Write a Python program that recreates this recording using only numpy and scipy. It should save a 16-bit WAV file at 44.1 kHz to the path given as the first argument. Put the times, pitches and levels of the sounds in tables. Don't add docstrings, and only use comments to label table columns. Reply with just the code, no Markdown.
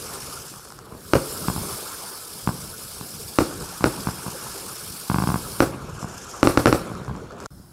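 import sys
import numpy as np
from scipy import signal
from scipy.io import wavfile
from scipy.ndimage import uniform_filter1d

SR = 44100
rng = np.random.default_rng(int(sys.argv[2]) if len(sys.argv) > 2 else 0)


def wrap_up_sound(samples):
    columns = np.atleast_2d(samples).T
    tamed = np.clip(columns, -1, 1)
    steps = np.round(tamed * 32767).astype(np.int16)
    wavfile.write(sys.argv[1], SR, steps)


N = 340452


def gain_of(db):
    return 10 ** (np.asarray(db) / 20)


def unit_rms(x):
    return x / np.sqrt(np.mean(x ** 2) + 1e-20)


def read(points, hz):
    f, value = np.transpose(points)
    return np.interp(np.log(hz + 1), np.log(f + 1), value)


def curves(rows, t):
    s, *columns = np.transpose(rows)
    return [np.interp(t, s, column) for column in columns]


def patches_of(x, bins, frames):
    over_frequency = uniform_filter1d(x, size=bins, axis=0)
    return unit_rms(uniform_filter1d(over_frequency, size=frames, axis=1))


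def noise(tone, band_hz, field_db, patchy_db, size):
    hop = size // 4
    hz = np.fft.rfftfreq(size, 1 / SR)[:, None]
    t = np.arange(N // hop + 5) * hop / SR
    real, imaginary, patches = rng.standard_normal((len(t), len(hz), 3)).T
    patches = patches_of(patches, bins=6, frames=10)
    gain = gain_of(read(tone, hz))
    inside = gain[(hz >= band_hz[0]) & (hz < band_hz[1])]
    level = gain_of(field_db(hz, t) + patchy_db * patches)
    spectra = (real + 1j * imaginary) * gain * level
    spectra = spectra / np.sqrt(3 * np.sum(inside ** 2))
    return signal.istft(spectra, nperseg=size, noverlap=size - hop)[1][:N]


def ring(modes, t):
    t = np.maximum(t, 0)
    return sum(gain_of(db - 60 * t / t60) * np.sin(2 * np.pi * hz * t) for hz, db, t60 in modes)


def dulled(x, hz):
    return signal.lfilter(*signal.butter(2, np.clip(hz, 50, 20000), fs=SR), x)


def add(mix, s, sound):
    part = mix[round(s * SR):][:len(sound)]
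    part += sound[:len(part)]


# t/s, hiss level/dB before tilt and dulling, dullness [0-1], flame roar level/dB
JET_BURN = [(0.0, -36.5, .25, -38), (0.16, -34.5, .3, -35.5), (0.5, -38.5, .3, -43),
            (0.64, -43.5, 0.28, -47.5), (0.89, -54.5, .1, -46), (1.08, -43, 0, -48), (1.3, -35, 0, -38.5),
            (1.72, -34, 0.04, -35.5), (1.93, -37, 0.06, -37), (2.29, -39, 0.03, -43.5),
            (2.87, -39, 0.03, -44.5), (3.37, -38, 0.04, -44.5), (3.53, -35.5, 0.33, -39),
            (3.93, -37, 0.14, -36), (4.51, -34.5, 0.24, -37), (4.9, -37.5, 0, -41.5),
            (5.62, -37.5, 0, -38.5), (5.76, -49, 0.45, -39), (6.02, -37.5, 0.92, -39.5),
            (6.36, -34.5, 1, -38), (6.55, -37, 0.6, -37), (6.86, -45.5, 0.43, -35), (7.08, -49, 0.7, -41),
            (7.37, -53, 0.8, -43.5), (7.44, -42.5, 0.85, -39.5)]
# f/Hz, level/dB per Hz
BRIGHT_HISS = [(1000, -40), (1700, -7), (1820, -16), (1900, -24), (2150, -9), (2850, -8.5), (3100, -7),
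               (3990, -4.5), (4600, -0.5), (5290, -0.5), (6380, -5.5), (8380, -1), (10000, 0),
               (14700, -8.5), (16000, -16)]
# f/Hz, level/dB per Hz
DULL_SPUTTER = [(1000, -30), (1700, -6), (1850, -24), (2690, -9), (4180, -20), (5190, -4.5), (7210, -2.5),
                (7920, -8), (12800, -15.5), (14200, -27), (15600, -38), (16000, -77)]
# f/Hz, level/dB per Hz
FLAME_ROAR = [(180, -17.5), (300, -7.5), (434, -5), (635, -11), (1350, -3), (1570, -9.5), (1930, -21.5),
              (2230, -18.5), (3500, -21.5), (4550, -20.5), (7700, -120)]
SPIN_HZ, THROB_RMS_DB = 13, 0.06
BRIGHT_TILT_DB, DULL_TILT_DB = 1.5, -0.5
CRACKLE_PER_S = 600


def jets():
    def hiss_db(hz, t):
        level, dull, _ = curves(JET_BURN, t)
        dull = np.clip(dull, 0, 1)
        wander = np.cumsum(rng.standard_normal(len(t))) * .03
        throb = THROB_RMS_DB * np.sqrt(2) * np.sin(2 * np.pi * SPIN_HZ * t + wander)
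        flicker = unit_rms(uniform_filter1d(rng.standard_normal(len(t)), size=2))
        flicker = (1.35 + 1.15 * dull) * flicker
        octaves = np.clip(np.log2((hz + 1) / 6000), 0, 1.5)
        tilt = (BRIGHT_TILT_DB * (1 - dull) + DULL_TILT_DB * dull) * octaves
        dulling = dull * (read(DULL_SPUTTER, hz) - read(BRIGHT_HISS, hz) - 2.5)
        return with_tails(level + dulling + tilt + throb + flicker, t, TAIL_HISS_DB)

    def roar_db(hz, t):
        return with_tails(curves(JET_BURN, t)[2], t, TAIL_ROAR_DB)

    height = gain_of(4.5 * np.minimum(rng.exponential(1, N), 4))
    crackle = height * (rng.random(N) < CRACKLE_PER_S / SR)
    grain = 1 + 0.065 * unit_rms(uniform_filter1d(crackle, size=20))
    hiss = noise(BRIGHT_HISS, (4000, 8000), hiss_db, patchy_db=2.0, size=512) * unit_rms(grain)
    roar = noise(FLAME_ROAR, (600, 1700), roar_db, patchy_db=3.0, size=512)
    return hiss + roar


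# t/s, level/dB
SPARK_POPS = [(0.5397, -28), (0.596, -28), (0.6533, -27), (0.6739, -31), (0.7042, -26), (0.723, -24),
              (0.7899, -23.5), (6.9522, -26), (7.0481, -28), (7.1637, -29), (7.3088, -33), (7.3228, -33),
              (7.3514, -44), (7.4029, -23), (7.4174, -37), (7.426, -29), (7.4394, -36), (7.4598, -16)]
# f/Hz, level/dB, t60/s
SPARK_MODES = [(1300, -3.5, 0.0069), (5530, -5.5, 0.0016), (7000, -8, 0.0025), (10500, -24, 0.0025)]


def sparks():
    s, db = np.transpose(SPARK_POPS)
    impulses = np.zeros(N)
    np.add.at(impulses, np.round(s * SR).astype(int), gain_of(db))
    pops = signal.oaconvolve(impulses, ring(SPARK_MODES, np.arange(1000) / SR))[:N]
    return dulled(pops, hz=10000)


# t/s, blast level/dB, wall echo level/dB relative to the blast, size [factor on time]
NEAR_BLASTS = [(1.135, -2, -3.5, 0.87), (3.3867, -2.5, -7, 0.95), (3.8414, -3.5, -6, 0.95),
               (5.6043, -2, -6, 0.94), (6.43, -1.5, -8, 0.95), (6.4724, -2, -10, 0.96),
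               (6.5742, -2, -10, 0.98), (6.6578, -1.5, -5.5, 0.96), (6.6703, -6, -7, 0.78),
               (6.7271, -3.5, -9, 0.97)]
# f/Hz, level/dB, t60/s
NEAR_MODES = [(125.7, -11.5, 0.068), (295.5, -0.5, 0.019), (478, -15, 0.026), (1247, 0.5, 0.0086),
              (2580, -27.5, 0.021), (5050, -13, 0.0041)]
NEAR_WALL_S = .0165
GROUND_S, GROUND_DB = 0.00345, -8.5


def near_crackers():
    out = np.zeros(N)
    draws = rng.random((len(NEAR_BLASTS), 3, 8))
    for (s, db, echo_db, scale), (late, strength, spread) in zip(NEAR_BLASTS, draws):
        t = np.arange(4000) / SR / scale
        modes = [(hz * (1 + 0.16 * (u - .5)), level, t60) for (hz, level, t60), u in zip(NEAR_MODES, spread)]
        push = 0.92 * (t < .0006) * np.exp(-t / 0.0015)
        blast = dulled(ring(modes, t - .0006) - push, hz=7300)
        back = .5 * blast + dulled(blast, hz=730)
        add(out, s, gain_of(db) * blast)
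        add(out, s + GROUND_S * scale, gain_of(db + GROUND_DB) * dulled(blast, hz=920))
        for k, (delay, gain) in enumerate(zip(late, strength)):
            place = NEAR_WALL_S + .0027 * (k + delay)
            sign = 1 if k < 2 or gain > .4 else -1
            facet = sign * gain_of(db + echo_db - 1.44 * k) * (.5 + .5 * gain)
            add(out, s + place, facet * back)
    return out


TAIL_HISS_DB, TAIL_ROAR_DB = -26, -22
TAIL_RISE_S, TAIL_T60_S = 0.021, 0.29


def with_tails(db, t, tail_db):
    s, blast_db = np.transpose(NEAR_BLASTS)[:2, :, None]
    late = np.maximum(t - s, 0)
    swell = np.minimum(late / TAIL_RISE_S, 1)
    tails = swell * gain_of(blast_db + tail_db - 60 * late / TAIL_T60_S)
    return 10 * np.log10(gain_of(db) ** 2 + (tails ** 2).sum(axis=0))


# t/s, blast level/dB, wall echo level/dB relative to the blast
FAR_BLASTS = [(0.9235, -26.5, -22), (.95, -28.5, -10), (1.4836, -8.4, -5), (1.5626, -19, -1),
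              (1.6153, -23.5, -9), (2.4745, -7, -4), (3.011, -22, -9), (3.8085, -17.5, -2.5),
              (4.0713, -10, -4.5), (4.264, -20, 0), (5.0995, -8, -4.5), (5.1442, -7.5, -5),
              (5.185, -7.5, -6.5), (5.2223, -10.5, -0.5), (5.2735, -9.5, -1), (5.3023, -11.5, -3.5),
              (5.3424, -9, -3.5), (6.028, -19, 2), (6.9005, -23.5, 4), (6.9994, -28.5, 6),
              (7.0801, -20.5, 2), (7.0944, -25.5, 5.5), (7.152, -23.5, -3), (7.1729, -27, -6)]
# f/Hz, level/dB, t60/s
FAR_MODES = [(154, -0.5, 0.018), (1233, -13, 0.009)]
FAR_WALL_S = .0162


def far_crackers():
    out, t = np.zeros(N), np.arange(2000) / SR

    def push(at):
        return np.sin(np.pi * np.clip((t - at) / 0.000663, 0, 1) ** 0.74)

    recoil = ring(FAR_MODES, t - .0016)
    direct = recoil - push(0) - 0.74 * push(0.000837)
    echo = 1.35 * recoil - push(0) - 0.1 * push(0.00091)
    for s, db, echo_db in FAR_BLASTS:
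        air_hz = 6500 * gain_of(0.71 * min(db + 11, 0))
        add(out, s, gain_of(db) * dulled(direct, air_hz))
        add(out, s + FAR_WALL_S, gain_of(db + echo_db) * dulled(echo, 0.41 * air_hz))
    return out


# f/Hz, t60/s
YARD_DECAY = [(100, 0.42), (300, 0.54), (800, 0.45), (2000, 0.39), (6000, 0.32)]


def yard(x):
    taps = np.zeros(SR)
    at = np.arange(300, SR - 20, 20)
    taps[at + rng.integers(0, 20, len(at))] = rng.choice([-1., 1.], len(at))
    hz, t, z = signal.stft(taps, SR, nperseg=256)
    t60 = np.maximum(read(YARD_DECAY, hz), .02)[:, None]
    tail = signal.istft(z * gain_of(-60 * t / t60), SR, nperseg=256)[1]
    return signal.fftconvolve(x, tail / np.linalg.norm(tail))[:N]


# t/s, level/dB
RUMBLE_LEVEL = [(0.0, -36), (0.5, -45), (0.95, -39.5), (1.16, -45), (1.39, -32), (1.62, -36), (2.14, -49.5),
                (2.6, -38.5), (2.8, -42), (3.43, -39.5), (3.53, -31), (3.86, -46), (3.99, -35), (4.34, -43),
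                (4.88, -40), (5.15, -51), (5.68, -32), (6.3, -40), (6.84, -32), (7.46, -34.5)]
# f/Hz, level/dB per Hz
RUMBLE_SPECTRUM = [(12, -49), (20, -19), (43, -4), (169, -2.5), (232, -7.5), (273, -14), (399, -6.5),
                   (585, -14), (634, -14.5), (900, -24.5), (1170, -25), (1980, -120)]


def rumble():
    def level_db(hz, t):
        return curves(RUMBLE_LEVEL, t)[0]

    return noise(RUMBLE_SPECTRUM, (50, 450), level_db, patchy_db=3.5, size=1024)


# f/Hz, level/dB per Hz
NIGHT_SPECTRUM = [(18, -30), (30, -8.5), (184, -10), (280, -22.5), (336, -19), (394, -32), (1390, -34),
                  (2290, -52), (3400, -46), (4800, -42), (5310, -35), (5900, -46), (10500, -39.5),
                  (16000, -48)]
NIGHT_DB = -37
THUD_S, THUD_DB, THUD_HZ, THUD_T60_S = 7.599, -29, 165, .04


def night():
    out = noise(NIGHT_SPECTRUM, (20, 16000), lambda hz, t: NIGHT_DB + 0 * t, patchy_db=2.0, size=1024)
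    add(out, THUD_S, -ring([(THUD_HZ, THUD_DB, THUD_T60_S)], np.arange(3000) / SR))
    return out


# f/Hz, level/dB relative to mid
SIDE_LEVEL = [(60, -31), (110, -40), (200, -54), (380, -37.5), (700, -29), (1290, -41.5), (2380, -27.5),
              (4400, -21), (8120, -21.5), (15000, -23)]
MUTE_FROM_S, MUTE_TO_S = 7.466, 7.505


def scene():
    near, far = near_crackers(), far_crackers()
    reverberation = yard(gain_of(-13.5) * near + gain_of(-12) * far)
    show = jets() + rumble() + sparks() + near + far + reverberation
    t = np.arange(N) / SR
    before = uniform_filter1d(1. * (t < MUTE_FROM_S), size=40)
    after = uniform_filter1d(1. * (t > MUTE_TO_S), size=40)
    mid = show * before + night() * after

    hz, t, z = signal.stft(mid, SR, nperseg=512)
    turn = rng.random(z.shape[::-1]).T
    patches = patches_of(rng.standard_normal(z.shape[::-1]).T, bins=8, frames=5)
    level, dull, _ = curves(JET_BURN, t)
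    brightness_db = with_tails(level - 10.0 * dull, t, TAIL_HISS_DB)
    opening = np.clip((brightness_db + 47.0) / 8.5, 0, 1)
    width = opening * gain_of(read(SIDE_LEVEL, hz)[:, None] + 6.2 * patches)
    side = signal.istft(z * width * np.exp(2j * np.pi * turn), SR, nperseg=512)[1][:N]
    return np.array([mid + side, mid - side])


BASS_CUT_HZ, TREBLE_CUT_HZ, SELF_NOISE_DB = 48, 15800, -72
PORT_HZ, PORT_WIDTH_HZ, PORT_GAIN = 5270, 330, 0.36


def record(dry):
    heard = signal.lfilter(*signal.butter(2, BASS_CUT_HZ, "high", fs=SR), dry)
    heard = heard + gain_of(SELF_NOISE_DB) * rng.standard_normal(N)
    resonance = signal.lfilter(*signal.iirpeak(PORT_HZ, PORT_HZ / PORT_WIDTH_HZ, fs=SR), heard)
    heard = heard + PORT_GAIN * resonance
    soft = 1.162 * np.tanh(heard / 1.055)
    band_limit = signal.firwin(511, TREBLE_CUT_HZ, window=("kaiser", 9), fs=SR)
    return signal.oaconvolve(soft, band_limit[None], "same")


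dry = scene()
out = record(dry)
wrap_up_sound(out)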